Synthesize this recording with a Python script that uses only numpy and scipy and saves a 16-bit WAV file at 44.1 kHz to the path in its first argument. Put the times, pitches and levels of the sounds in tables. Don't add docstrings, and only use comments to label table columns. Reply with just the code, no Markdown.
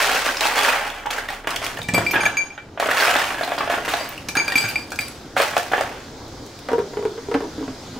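import sys
import numpy as np
from scipy import signal
from scipy.fft import rfft, irfft, next_fast_len
from scipy.io import wavfile
from scipy.ndimage import uniform_filter1d

SR = 44100
rng = np.random.default_rng(int(sys.argv[2]) if len(sys.argv) > 2 else 0)


def waveform_to_disk(signal):
    frames = np.transpose(np.atleast_2d(signal))
    scaled = np.clip(frames, -1, 1) * 32767
    samples = np.round(scaled).astype(np.int16)
    wavfile.write(sys.argv[1], SR, samples)


def gain_from_db(level_db):
    decades = np.asarray(level_db, float) / 20
    return 10 ** decades


N = 352359


def evened(x):
    return x / np.sqrt(np.mean(x ** 2) + 1e-20)


def peaked(x):
    return x / abs(x).max()


def read(points, hz):
    f, value = np.transpose(points)
    return np.interp(np.log(hz + 1), np.log(f + 1), value)


def curves(rows):
    s, *columns = np.transpose(rows)
    return [np.interp(np.arange(N) / SR, s, c) for c in columns]


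def add(mix, s, sound):
    part = mix[..., round(s * SR):][..., :sound.shape[-1]]
    part += sound[..., :part.shape[-1]]


def colour(points, size=1024):
    gain_db = np.maximum(read(points, abs(np.fft.fftfreq(4 * size, 1 / SR))), -100)
    log_gain = np.log(gain_from_db(gain_db))
    taps = np.fft.ifft(np.exp(np.conj(signal.hilbert(log_gain)))).real[:size]
    return taps / np.linalg.norm(taps)


def ring(modes, t, phase=0):
    out = 0
    for k, (hz, db, t60) in enumerate(modes):
        out = out + gain_from_db(db - 60 * t / max(t60, .004)) * np.sin(2 * np.pi * hz * t + phase * k)
    return out


def above(x, hz):
    return signal.lfilter(*signal.butter(2, hz, "high", fs=SR), x)


ONSET_DB_PER_S, SETTLE_LAW = 3500, 1.34


def slides(rows, settles=1):
    t = np.arange(0, N / SR + .01, .002)
    s, db, rel_db, settle_s = np.transpose(rows)[:, :, None]
    rise_db = ONSET_DB_PER_S * np.maximum(s - t, 0)
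    fall_db = rise_db + 20 * (np.maximum(t - s, 0) / abs(settle_s)) ** SETTLE_LAW
    body_power = (gain_from_db(db - fall_db) ** 2).sum(0)
    crackle_power = (gain_from_db(db + rel_db - settles * fall_db) ** 2).sum(0)
    return [np.interp(np.arange(N) / SR, t, np.sqrt(p)) for p in (body_power, crackle_power)]


# start in s, body in dB, crackle over body in dB, time to settle by 20 dB in s.
HEAP_SLIPS = [(0.0, -19, -4, .5), (0.26, -23.5, -4.5, 0.1353), (0.41, -22, -5, 0.44),
              (0.56, -19, -4.5, 0.32), (0.66, -23.5, -11.5, 0.42), (1.106, -27.5, -8.5, 0.28),
              (1.287, -30.5, -5.5, 0.14), (1.472, -27.5, -9, 0.2), (1.62, -28, -4.5, 0.15),
              (1.655, -37, -2.5, 0.21), (1.943, -26, -14, 0.21), (2.135, -21, -35, 0.23),
              (2.37, -40.5, -22, 0.34), (2.8, -28, -6, 0.8), (2.9, -24.5, -7.5, 0.58),
              (2.975, -21.5, -5, 0.46), (3.07, -21, -6.5, 0.32), (3.41, -33.5, -2.5, 0.5),
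              (3.58, -32.5, -11, 0.6), (3.7, -25.5, -5, 0.14), (3.85, -31, -4.5, 0.17),
              (3.885, -28, -3.5, 0.35), (4.355, -35, -4.5, 0.33), (4.555, -30, 0.5, 0.2916),
              (4.99, -43, 2.5, 0.2818), (5.368, -21, -4.5, 0.22), (5.567, -32.5, -3.5, 0.2482),
              (5.718, -28, -9, 0.3257)]
# start in s, body in dB, crackle over body in dB, settling in s.
GLASS_TUMBLES = [
    (2.14, -23.5, 0, 0.29),
    (4.36, -33.5, 0, 0.52),
]
# frequency in Hz, level in dB, t60 in s.
TUB_MODES = [(724, 5.5, 0.01346), (762, -0.5, 0.05), (1236, -4.5, 0.021), (1437, -5, 0.08),
             (1710, 3, 0.041), (1940, 0.5, 0.0067)]
# frequency in Hz, level in dB, t60 in s.
PACKED_MODES = [(900, -3, .05), (1600, -3, .05), (1703, -1, .05), (2050, -7, .03), (2600, -9, .02)]
# frequency in Hz, density in dB per Hz.
ICE_BODY = [(160, -35.5), (300, -16.5), (450, -4), (720, 1.5), (950, 0), (1700, 3), (2500, -3), (3500, -5),
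            (5000, -54.5)]
# frequency in Hz, density in dB per Hz.
ICE_CRACK = [(1410, -10), (2400, 5), (3370, -3.5), (3830, -1), (5290, -4), (7930, -9), (14000, -15),
             (15900, -14)]
REST_DB = -66.5


def rattle():
    hits_per_s, cracks_per_s, kinds = 1500, 1500, 24
    body_gain, crackle_gain = slides(HEAP_SLIPS)
    size = rng.exponential(1, N).clip(0, 3.5)
    chance, kind = rng.random(N), rng.integers(0, kinds, N)
    hits = gain_from_db(2 * size) * (chance < hits_per_s / SR) * rng.choice([-1, 1], N)
    t, cubes = np.arange(1024) / SR, np.zeros(N)
    for k, hz in enumerate(np.geomspace(480, 3300, kinds)):
        cube = ring([(hz, read(ICE_BODY, hz), .022)], t)
        cubes += signal.oaconvolve(hits * (kind == k), cube)[:N]
    walls = signal.oaconvolve(hits, ring(TUB_MODES, np.arange(2048) / SR, 2.43))[:N]
    dull = signal.oaconvolve(hits, colour(ICE_BODY))[:N]
    body = evened(evened(cubes) + gain_from_db(-15) * evened(walls) + gain_from_db(-2) * evened(dull))
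    cracks = gain_from_db(3 * size) * (chance < cracks_per_s / SR)
    fizz = signal.oaconvolve(cracks, gain_from_db(-60 * t / .0107))[:N] * rng.standard_normal(N)
    crackle = evened(signal.oaconvolve(fizz, colour(ICE_CRACK))[:N])
    packed = evened(signal.oaconvolve(hits, ring(PACKED_MODES, np.arange(6000) / SR, 4.83))[:N])
    heap = (body_gain + gain_from_db(REST_DB)) * body + crackle_gain * crackle
    return heap + slides(GLASS_TUMBLES)[0] * packed


# time in s, rumble in dB, hiss in dB.
AIR_GAIN = [
    (0.0, -48, -29.5),
    (1.38, -50.5, -66),
    (2.18, -38.5, -36.5),
    (2.58, -52, -56.5),
    (2.85, -43, -56),
    (2.96, -45.5, -55),
    (5.9, -43.5, -46),
    (7.99, -42, -43),
]
# frequency in Hz, density in dB per Hz.
RUMBLE_SPECTRUM = [(12, -35), (20, -6.5), (120, 1.5), (174, -9), (259, 1), (539, -6.5), (771, -9.5),
                   (1670, -21.5), (1800, -79), (2340, -132), (3960, -120)]
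# frequency in Hz, density in dB per Hz.
HISS_SPECTRUM = [(600, -14.5), (1500, -0.5), (2100, 3), (2700, -2.5), (3400, 2.5), (5000, 3), (6800, -2),
                 (8500, -11), (11000, -16), (15900, -19)]
# frequency in Hz, side over mid in dB.
SIDE_OVER_MID = [(60, -31), (110, -26.5), (200, -22.5), (380, -18), (700, -8), (1290, -7.5), (2380, -8),
                 (4400, -4.5), (8120, -3), (15000, -2)]
FRIDGE_DB, FRIDGE_HZ, FRIDGE_END_S = -44, 32, 1.76


def air():
    frames, hz = N // 256 + 5, np.fft.rfftfreq(1024, 1 / SR)
    a, b, c, d, patches = rng.standard_normal((frames, 513, 5)).T
    patches = evened(uniform_filter1d(uniform_filter1d(patches, 12, 0), 16, 1))
    side = (c + 1j * d) * gain_from_db(read(SIDE_OVER_MID, hz))[:, None]
    z = np.array([a + 1j * b, side]) * gain_from_db(1.4 * patches)

    def noise(spectrum):
        shaped = z * gain_from_db(read(spectrum, hz))[:, None]
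        return evened(signal.istft(shaped, nperseg=1024, noverlap=768)[1][:, :N])

    rumble_db, hiss_db = curves(AIR_GAIN)
    t = np.arange(N) / SR
    hum = gain_from_db(FRIDGE_DB) * np.clip((FRIDGE_END_S - t) * 40, 0, 1) * np.sin(2 * np.pi * FRIDGE_HZ * t)
    rumble, hiss = noise(RUMBLE_SPECTRUM), noise(HISS_SPECTRUM)
    return gain_from_db(rumble_db + 1.5) * rumble + gain_from_db(hiss_db - 2.5) * hiss + hum * [[1], [0]]


# start in s, peak in dB.
BRIGHT_TICKS = [(0.0252, -11), (0.06, -14), (0.136, -20), (0.3194, -17), (3.9118, -25), (6.28, -31), (6.463, -32),
                (6.59, -27.5), (0.4701, -6), (0.633, -8), (1.061, -20), (1.109, -11), (1.1323, -17), (1.185, -23),
                (1.286, -42), (1.3024, -23), (1.506, -15), (1.56, -10.5), (1.6443, -14), (1.665, -12.5),
                (1.7868, -22), (1.8294, -20), (2.0493, -21), (2.9114, -16), (2.9716, -28), (4.6864, -22),
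                (4.9044, -23), (4.9586, -20), (5.009, -15)]


def ticks():
    out, sharp = np.zeros(N), colour(ICE_CRACK)[:128]
    fade = gain_from_db(-60 * np.arange(1200) / SR / .0288)
    for (s, db), puff in zip(BRIGHT_TICKS, rng.standard_normal((len(BRIGHT_TICKS), 1200))):
        add(out, s, gain_from_db(db - 2) * peaked(np.convolve(puff * fade, sharp)))
    return above(out, 3200)


def blows(events, modes, crunch, crack, modes_db, crunch_db, crack_t60, chatter_t60):
    t, out = np.arange(4000) / SR, np.zeros(N)
    walls, broad, sharp = ring(modes, t, 2.17), colour(crunch), colour(crack)
    noise = rng.standard_normal((len(events), 2, 2000))
    for (s, db, hz, rel_db, *own_t60), (a, b) in zip(events, noise):
        t60 = own_t60[0] if own_t60 else .036
        first_touch = 6.3 * (t[:2000] == 0)
        chatter = (a * abs(a) + first_touch) * gain_from_db(-60 * t[:2000] / chatter_t60)
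        puff = b * gain_from_db(-60 * t[:2000] / crack_t60)
        partials = [(hz, 0, t60), (1.535 * hz, -5, .18 * t60), (2.05 * hz, -8, .074 * t60)]
        own = peaked(signal.fftconvolve(chatter, ring(partials, t)))
        wall = peaked(signal.fftconvolve(chatter, walls))
        add(out, s, gain_from_db(db) * peaked(own + gain_from_db(modes_db) * wall))
        add(out, s, gain_from_db(db + crunch_db) * peaked(signal.fftconvolve(puff, broad)))
        add(out, s, gain_from_db(db + rel_db) * peaked(signal.fftconvolve(puff + chatter, sharp)))
    return out


# start in s, peak in dB, pitch in Hz, crack over body in dB.
CUBE_KNOCKS = [(0.043, -14, 1710, -9), (0.092, -11, 1460, -12.5), (0.165, -14, 2694, -15),
               (0.288, -11, 1543, -10), (0.435, -20, 1430, -18), (0.566, -16, 2080, -20.5),
               (0.6, -31, 1760, -15), (0.648, -8, 1940, -13), (0.73, -15, 1940, -4), (1.135, -29, 2180, 5),
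               (2.913, -8.5, 1880, -10.5), (2.971, -16.5, 1834, -2), (2.989, -20, 2090, -15),
               (3.022, -10.5, 1580, -15), (3.047, -12, 1460, -19), (3.095, -15, 1580, -11.5),
               (3.216, -13, 1830, -4), (3.304, -15, 1144, -19.5), (3.343, -19, 1700, -14.5),
               (3.383, -15.5, 1670, -7), (0.148, -11, 1413, 0), (0.264, -12, 1287, -11),
               (1.182, -16, 1540, -26), (1.287, -17.5, 1896, -11), (1.772, -18, 1840, -5),
               (1.887, -17, 1940, 3), (2.138, -19, 2080, -19), (2.161, -16, 2460, -20),
               (2.578, -22.5, 1520, -21), (3.007, -11, 1758, 2), (3.607, -10.5, 1120, -23.5),
               (4.287, -21, 1730, 8.5), (4.353, -13.5, 1630, -1), (4.369, -16, 1450, -13),
               (4.48, -16, 1590, 2), (4.521, -14, 1880, 0), (4.64, -15.5, 1609, -12),
               (4.919, -20, 1580, 4.5), (4.989, -17, 2190, -14.5), (5.375, -14, 1710, -19)]
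# start in s, peak in dB, crack over body in dB.
OPEN_KNOCKS = [(0.408, -19, 10), (0.454, -12.5, -1), (0.753, -18.5, 0), (1.057, -17.5, -20),
               (1.11, -23.5, 6), (1.472, -10.5, -25), (1.616, -23.5, -4), (1.643, -22, 4), (1.943, -12, -2),
               (1.979, -7, -10), (2.234, -10.5, -8), (2.799, -10, -3), (3.58, -12, -19.5),
               (3.699, -9.5, -15), (3.879, -12.5, -12), (3.937, -10, -12), (5.366, -6.5, -16),
               (5.385, -21, -17), (5.419, -16.5, 9), (5.566, -4.5, -9.5), (5.579, -14, 5.5),
               (5.809, -8, -8.5)]
# start in s, peak in dB.
MUFFLED_KNOCKS = [(0.566, -15), (0.683, -8.5), (0.872, -19), (1.068, -17), (1.162, -26), (1.304, -24),
                  (1.331, -23), (1.445, -22.5), (1.79, -20), (2.826, -9), (2.859, -12.5), (3.432, -15.5),
                  (3.505, -21), (3.632, -16), (3.758, -24), (3.902, -20), (4.01, -21.5), (5.535, -17),
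                  (2.134, -32), (2.775, -19), (2.887, -8.5), (3.079, -8), (3.158, -6.5), (3.41, -13),
                  (3.477, -14.5), (3.519, -11.5), (3.676, -13.5), (3.724, -14), (3.738, -10),
                  (3.782, -13.5), (5.4, -6), (5.716, -13), (5.734, -4), (5.779, -10.5)]
# start in s,
# peak in dB, pitch in Hz, t60 in s.
HOLLOW_KNOCKS = [(0.568, -22, 3380, 0.216), (1.889, -23, 1760, .1), (2.14, -13, 1710, 0.077),
                 (2.156, -8.5, 1650, .08), (2.262, -9.5, 1710, .09), (2.398, -41, 1690, .08),
                 (4.356, -30, 3590, 0.24), (4.372, -21, 1170, 0.114), (4.385, -19.5, 880, 0.07),
                 (4.41, -26, 1510, .08), (4.501, -19, 1606, 0.096), (4.54, -19, 1630, 0.044),
                 (4.655, -22, 1560, 0.059), (4.931, -26, 1630, 0.11), (5.012, -30, 3870, 0.143)]
MUFFLED_CRACK_DB = -27
FULL_HZ, DUG_HZ, DUG_S, RISE_HZ_PER_S = 850, 670, 1.4, 14
PITCH_SPREAD = .1


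def knocks():
    tub = [(s, db, MUFFLED_CRACK_DB) for s, db in MUFFLED_KNOCKS] + OPEN_KNOCKS
    spread = 1 + PITCH_SPREAD * (rng.random(len(tub)) - .5)
    events = []
    for (s, db, crack_db), u in zip(tub, spread):
        hz = FULL_HZ if s < DUG_S else DUG_HZ + RISE_HZ_PER_S * (s - DUG_S)
        events.append((s, db, u * hz, crack_db))
    events += CUBE_KNOCKS
    events += [(s, db, hz, MUFFLED_CRACK_DB, t60) for s, db, hz, t60 in HOLLOW_KNOCKS]
    return blows(events, TUB_MODES, ICE_BODY, ICE_CRACK, modes_db=-7, crunch_db=-5,
                 crack_t60=.07, chatter_t60=.015)


def pings(events, cycles, rise_cycles, noisy, crack_db):
    out, noise, sharp = np.zeros(N), rng.standard_normal((len(events), 1000)), colour(ICE_CRACK)
    t = np.arange(5000) / SR
    for (s, db, hz), puff in zip(events, noise):
        partials = [(hz, 0, cycles / hz)]
        if hz < 1000:
            partials.append((3.04 * hz, -7, .5 * cycles / hz))
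        tone = ring(partials, t) * (1 - np.exp(-t * hz / rise_cycles))
        kick = noisy * puff * gain_from_db(-60 * t[:1000] / .018) + (t[:1000] == 0)
        add(out, s, gain_from_db(db) * peaked(signal.fftconvolve(kick, tone)))
        add(out, s, gain_from_db(db + crack_db) * peaked(signal.fftconvolve(kick, sharp)))
    return out


# start in s, peak in dB, pitch in Hz.
ICE_CHIPS = [(4.0906, -24.5, 14700), (0.3701, -16, 5300), (0.4085, -12, 5200), (0.901, -22, 3400),
             (1.1054, -20, 3260), (0.1575, -14, 2740), (0.2598, -16, 2630), (0.4354, -16, 2690),
             (0.6886, -13, 2500), (1.286, -25, 3630), (1.4725, -13.5, 973), (1.5629, -18, 3450),
             (1.6644, -19, 3380), (1.8173, -20.5, 3730), (2.1116, -24, 5300), (1.885, -26, 8100),
             (1.938, -13.5, 8000), (4.286, -19, 6230), (5.082, -28.5, 10700), (3.1632, -16, 3630),
             (3.4346, -19.5, 4530), (3.5845, -20, 4760), (3.0004, -15, 4560), (2.9709, -18, 4460),
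             (3.85, -23.5, 2800), (3.9384, -16.5, 3870), (4.1778, -24.5, 2930), (4.6864, -25, 12100)]


def chips():
    return pings(ICE_CHIPS, cycles=22, rise_cycles=.1, noisy=.6, crack_db=-1)


FLUTTER_DB, RING_RISE_S = 2.5, .0015


def flutter(size):
    t = np.arange(size) / SR
    drift = uniform_filter1d(uniform_filter1d(rng.standard_normal(size), 250), 250)
    tremble = evened(drift).clip(-2, 1.5)
    return (1 - np.exp(-t / RING_RISE_S)) * gain_from_db(FLUTTER_DB * np.minimum(t / .03, 1) * tremble)


# frequency in Hz, level in dB, t60 in s.
RIM_MODES = [(2352, 0, .2), (4737, 0, .3)]
# frequency in Hz, level in dB, t60 in s.
UPPER_RIM_MODES = [(7770, 1, .22), (7890, 0, .05)]
# frequency in Hz, level in dB, t60 in s.
BASE_MODES = [(6560, 1, .27)]
# start in s, then first rim, second rim, upper rim and base modes in dB.
POUR_1 = [(1.7893, -39.5, -49, -52, -48), (1.84, -32, -55, -57, -60), (1.887, -16.5, -49, -55.5, -56),
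          (1.945, -11.5, -24.5, -31, -41), (1.9794, -21, -51, -35, -33), (2.008, -31, -55, -60, -60),
          (2.0649, -11, -29.5, -40, -55), (2.1101, -12, -46, -50.5, -35), (2.1366, -21, -50, -54, -62),
          (2.2054, -17, -35, -59, -29), (2.2545, -8, -30, -42, -22.5), (2.3699, -13.5, -36, -58, -26),
          (2.5035, -31, -74, -73, -51.5), (2.582, -38, -68, -75, -64)]
# start in s, then first rim, second rim, upper rim and base modes in dB.
POUR_2 = [(3.998, -51, -33, -44, -63), (4.2867, -31, -48, -49.5, -53.5), (4.356, -23, -46, -40.5, -51),
          (4.3697, -12.5, -22.5, -44, -21), (4.3982, -14, -39, -54, -39), (4.43, -27, -34, -55, -58.5),
          (4.4796, -16.5, -25.5, -51, -38.5), (4.521, -23.5, -31, -50, -49.5), (4.5556, -7, -19, -41, -25),
          (4.5796, -18, -21, -27.5, -30), (4.604, -24, -31, -50, -48), (4.6504, -15, -37, -48, -33),
          (4.674, -20.5, -38, -55, -55), (4.6887, -27.5, -29.5, -46, -49), (4.7574, -7.5, -23, -36, -43),
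          (4.9197, -38, -57, -49.5, -45.5), (4.9894, -11.5, -22.5, -27, -60),
          (5.0158, -30, -34, -49.5, -61), (5.079, -51, -50, -42, -64)]
# time in s, change in dB.
WALL_GRIPS = [(4.374, -2), (4.405, -18), (4.485, -10), (4.528, -8), (4.566, -21), (4.59, -2), (4.664, -19),
              (4.697, -6), (4.762, -15.5), (4.992, -18), (1.894, -8), (1.955, -4), (1.985, -23),
              (2.069, -4), (2.118, -17), (2.144, -5), (2.213, -7), (2.264, -19), (2.432, -12)]
CLINKS = POUR_1 + POUR_2
TWIN_HZ = 25.6
EMPTY_TWIN_DB, HALF_FULL_S = -9, 3
LOADED_SPREAD_PER_S = .004
GRIP_S, CAUGHT_DB = .008, -5.5


def glass():
    t, out = np.arange(12000) / SR, np.zeros(N)
    luck, noise = rng.random((len(CLINKS), 3, 10)), rng.standard_normal((len(CLINKS), 1500))
    sharp, broad = colour(ICE_CRACK), colour(ICE_BODY)
    for (s, low_db, mid_db, upper_db, base_db), (share, tune, spot), puff in zip(CLINKS, luck, noise):
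        groups = [(RIM_MODES[:1], low_db), (RIM_MODES[1:], mid_db),
                  (UPPER_RIM_MODES[:1], upper_db), (BASE_MODES, base_db - 1)]
        modes = [(hz, db + level_db, t60) for group, level_db in groups for hz, db, t60 in group]
        for (hz, db, t60), u in zip(UPPER_RIM_MODES[1:], spot):
            modes.append((hz, db + upper_db + 7 * (u - .5), t60))
        modes = [(hz * (1 + .003 * (u - .5)), db, t60) for (hz, db, t60), u in zip(modes, tune)]
        hz, db, t60 = modes[0]
        low_hz = hz * (1 + LOADED_SPREAD_PER_S * s * (spot[-1] - .5))
        modes[0] = (low_hz, db, t60)
        twins = [(hz + TWIN_HZ * (1 + u), db - 2.5 - 5 * u, .7 * t60)
                 for (hz, db, t60), u in zip(modes, share)]
        hz, db, t60 = twins[0]
        twins[0] = (hz, db + EMPTY_TWIN_DB * (s < HALF_FULL_S), t60)

        end_s = s + t[-1]
        grip_db = sum(db * np.clip((t + s - at) / GRIP_S, 0, 1) for at, db in WALL_GRIPS if s < at < end_s)
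        landed = sum(np.clip((t + s - row[0]) * 200, 0, 1) for row in CLINKS if s < row[0] < end_s)
        damping = gain_from_db(grip_db) * gain_from_db(CAUGHT_DB * landed)
        low = ring(modes[:1] + twins[:1], t, 2 * np.pi * share[0])
        high = ring(modes[1:] + twins[1:], t, 2 * np.pi * share[1])
        add(out, s, flutter(len(t)) * damping * low)
        add(out, s, flutter(len(t)) * damping ** .65 * high)
        cube = [(.948 * low_hz, low_db - 6.5, .025), (1.08 * low_hz, low_db - 13, .025)]
        add(out, s, ring(cube, t))
        tick = puff * gain_from_db(-60 * t[:1500] / .02)
        add(out, s, gain_from_db(max(upper_db, base_db) + 8) * peaked(np.convolve(tick, sharp)))
        add(out, s, gain_from_db(low_db - 19) * peaked(np.convolve(tick, broad)))
    return out


# start in s, peak in dB, pitch in Hz.
COUNTER_THUDS = [(1.797, -23, 140), (1.886, -14.5, 201), (1.935, -11.5, 210), (1.947, -13, 380),
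                 (1.979, -9.5, 306), (1.985, -22, 108), (2.138, -16.5, 364), (2.16, -20, 301),
                 (2.235, -24.5, 223), (3.604, -25, 259), (4.287, -23.5, 285), (4.368, -17, 306),
                 (4.555, -18.5, 274), (4.64, -22, 126), (4.998, -20.5, 241), (6.783, -21.5, 213)]


def thuds():
    return pings(COUNTER_THUDS, cycles=5.05, rise_cycles=.094, noisy=.148, crack_db=-37)


# frequency in Hz, t60 in s.
THIN_PARTIALS = [(9520, .22), (11680, .2), (12390, .14), (14065, .14), (15300, .07)]
# start in s, 9.5 kHz in dB, 11.7 kHz in dB, the three partials above in dB.
HARD_CORNERS = [(1.944, -40, -31, -33), (1.955, -37, -50, -48), (2.065, -51, -51.5, -44),
                (2.11, -36, -46, -32), (2.205, -39.5, -55, -54), (2.2545, -40, -55, -39),
                (2.3694, -47, -66, -47), (4.353, -36, -52, -51), (4.48, -48, -54, -54),
                (4.555, -40, -29, -47), (4.69, -45, -42, -40), (4.7576, -48, -49, -52),
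                (4.9877, -45, -37, -50), (5.012, -47, -49, -46)]


def corners():
    t, out, luck = np.arange(10000) / SR, np.zeros(N), rng.random((len(HARD_CORNERS), 2, 5))
    for (s, a_db, b_db, c_db), (tune, spot) in zip(HARD_CORNERS, luck):
        levels_db = [a_db, b_db, c_db, c_db - 2, c_db + 3]
        modes = [(hz * (1 + .001 * (u - .5)), db + 4 * (v - .5), t60)
                 for (hz, t60), db, u, v in zip(THIN_PARTIALS, levels_db, tune, spot)]
        twins = [(hz + 3 * TWIN_HZ, db, .29 * t60) for hz, db, t60 in modes]
        add(out, s, flutter(len(t)) * (ring(modes, t) + ring(twins, t, 1.75)))
    return out


# start in s, peak in dB, pitch in Hz, snap over thump in dB.
LID_THUMPS = [(6.687, -11.5, 535, -1.5), (6.706, -27, 476, 6), (6.716, -12, 440, -7),
              (6.732, -4.5, 460, -9.5), (6.782, -8, 432, -19), (6.79, -11, 433, -11),
              (6.934, -22.5, 480, -6), (6.97, -16, 412, -7), (6.992, -18, 402, -7.5),
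              (7.027, -15, 460, -20.5), (7.052, -11, 430, -12), (7.072, -21, 375, -22),
              (7.178, -21, 458, -5), (7.286, -16.5, 397, -22), (7.314, -14.5, 460, -4),
              (7.342, -15, 500, 3), (7.348, -7, 284, -17), (7.405, -19.5, 373, -8.5),
              (7.421, -19, 414, -18), (7.44, -19, 327, -11), (7.451, -28, 400, -24.5),
              (7.496, -36, 298, -25), (7.58, -18, 303, -28.5), (7.609, -18, 276, -32),
              (7.628, -18, 286, -21),  (7.679, -21, 267.6, -3.5), (7.964, -21, 249, -34.5)]
# frequency in Hz, level in dB, t60 in s.
LID_MODES = [(285, -17, 0.08), (390, -8, 0.06), (477, 2.5, 0.04), (950, -15, 0.2), (1390, -16, 0.03)]
# frequency in Hz, density in dB per Hz.
LID_SNAP = [(300, -40), (600, 9.5), (1000, 5.5), (1600, 0.5), (2500, -8), (4000, -15.5), (7000, -28),
            (15800, -42.5)]
THUMP_T60_S, THUMP_HZ, THUMP_LAW = .062, 440, 1.44


def lid_presses():
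    events = [(*row, THUMP_T60_S * (THUMP_HZ / row[2]) ** THUMP_LAW) for row in LID_THUMPS]
    return blows(events, LID_MODES, LID_SNAP, LID_SNAP, modes_db=-11.5, crunch_db=-24,
                 crack_t60=.077, chatter_t60=.011)


def tail(x, decays, start):
    taps = np.zeros(SR // 2)
    at = np.arange(start, len(taps) - 20, 20)
    taps[at + rng.integers(0, 20, len(at))] = rng.choice([-1., 1.], len(at))
    hz, t, z = signal.stft(taps, SR, nperseg=128)
    t60 = np.maximum(read(decays, hz), .005)[:, None]
    response = signal.istft(z * gain_from_db(-60 * t / t60), SR, nperseg=128)[1]
    response[:start] = 0
    return signal.fftconvolve(x, response / np.linalg.norm(response))[:N]


def shifting(x, decays, start, per_s, count=4):
    turn = np.pi * per_s * np.arange(N) / SR
    tails = [tail(x * np.cos(turn + k * np.pi / count) ** 2, decays, start) for k in range(count)]
    return sum(tails) / np.sqrt(3 * count / 8)


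# frequency in Hz, t60 in s.
KITCHEN_T60 = [(200, 0.52), (700, 0.37), (2000, 0.22), (5000, 0.35), (14000, 0.25)]
ROOM_DB, LID_WET_DB = -5.5, -1


def scene():
    clinks = glass() + corners()
    ice = rattle() + clinks + knocks() + chips() + ticks()
    close = above(above(ice, 253), 253) + above(thuds(), 93.6)
    lid = above(lid_presses(), 232)
    room = shifting(close + gain_from_db(LID_WET_DB) * lid, KITCHEN_T60, 150, per_s=5, count=3)
    mid = close + lid + gain_from_db(ROOM_DB) * room
    scattered = shifting(mid, [(200, .043), (14000, .18)], 1, per_s=18)
    size = next_fast_len(N)
    width = gain_from_db(read(SIDE_OVER_MID, np.fft.rfftfreq(size, 1 / SR)))
    side = irfft(rfft(scattered, size) * width, size)[:N] - .068 * clinks - .032 * mid
    air_mid, air_side = air()
    mid, side = mid + air_mid, side + air_side
    return np.array([mid + side, mid - side])


def top_cut(x):
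    return signal.sosfilt(signal.butter(12, 16710, fs=SR, output="sos"), x)


def record(dry):
    soft = 2.5 * np.tanh(dry / 2.5)
    edge = signal.firwin(767, 15800, window=("kaiser", 5), fs=SR)
    mix = signal.oaconvolve(soft, edge[None], "same")
    return top_cut(mix)


dry = scene()
out = record(dry)
waveform_to_disk(out)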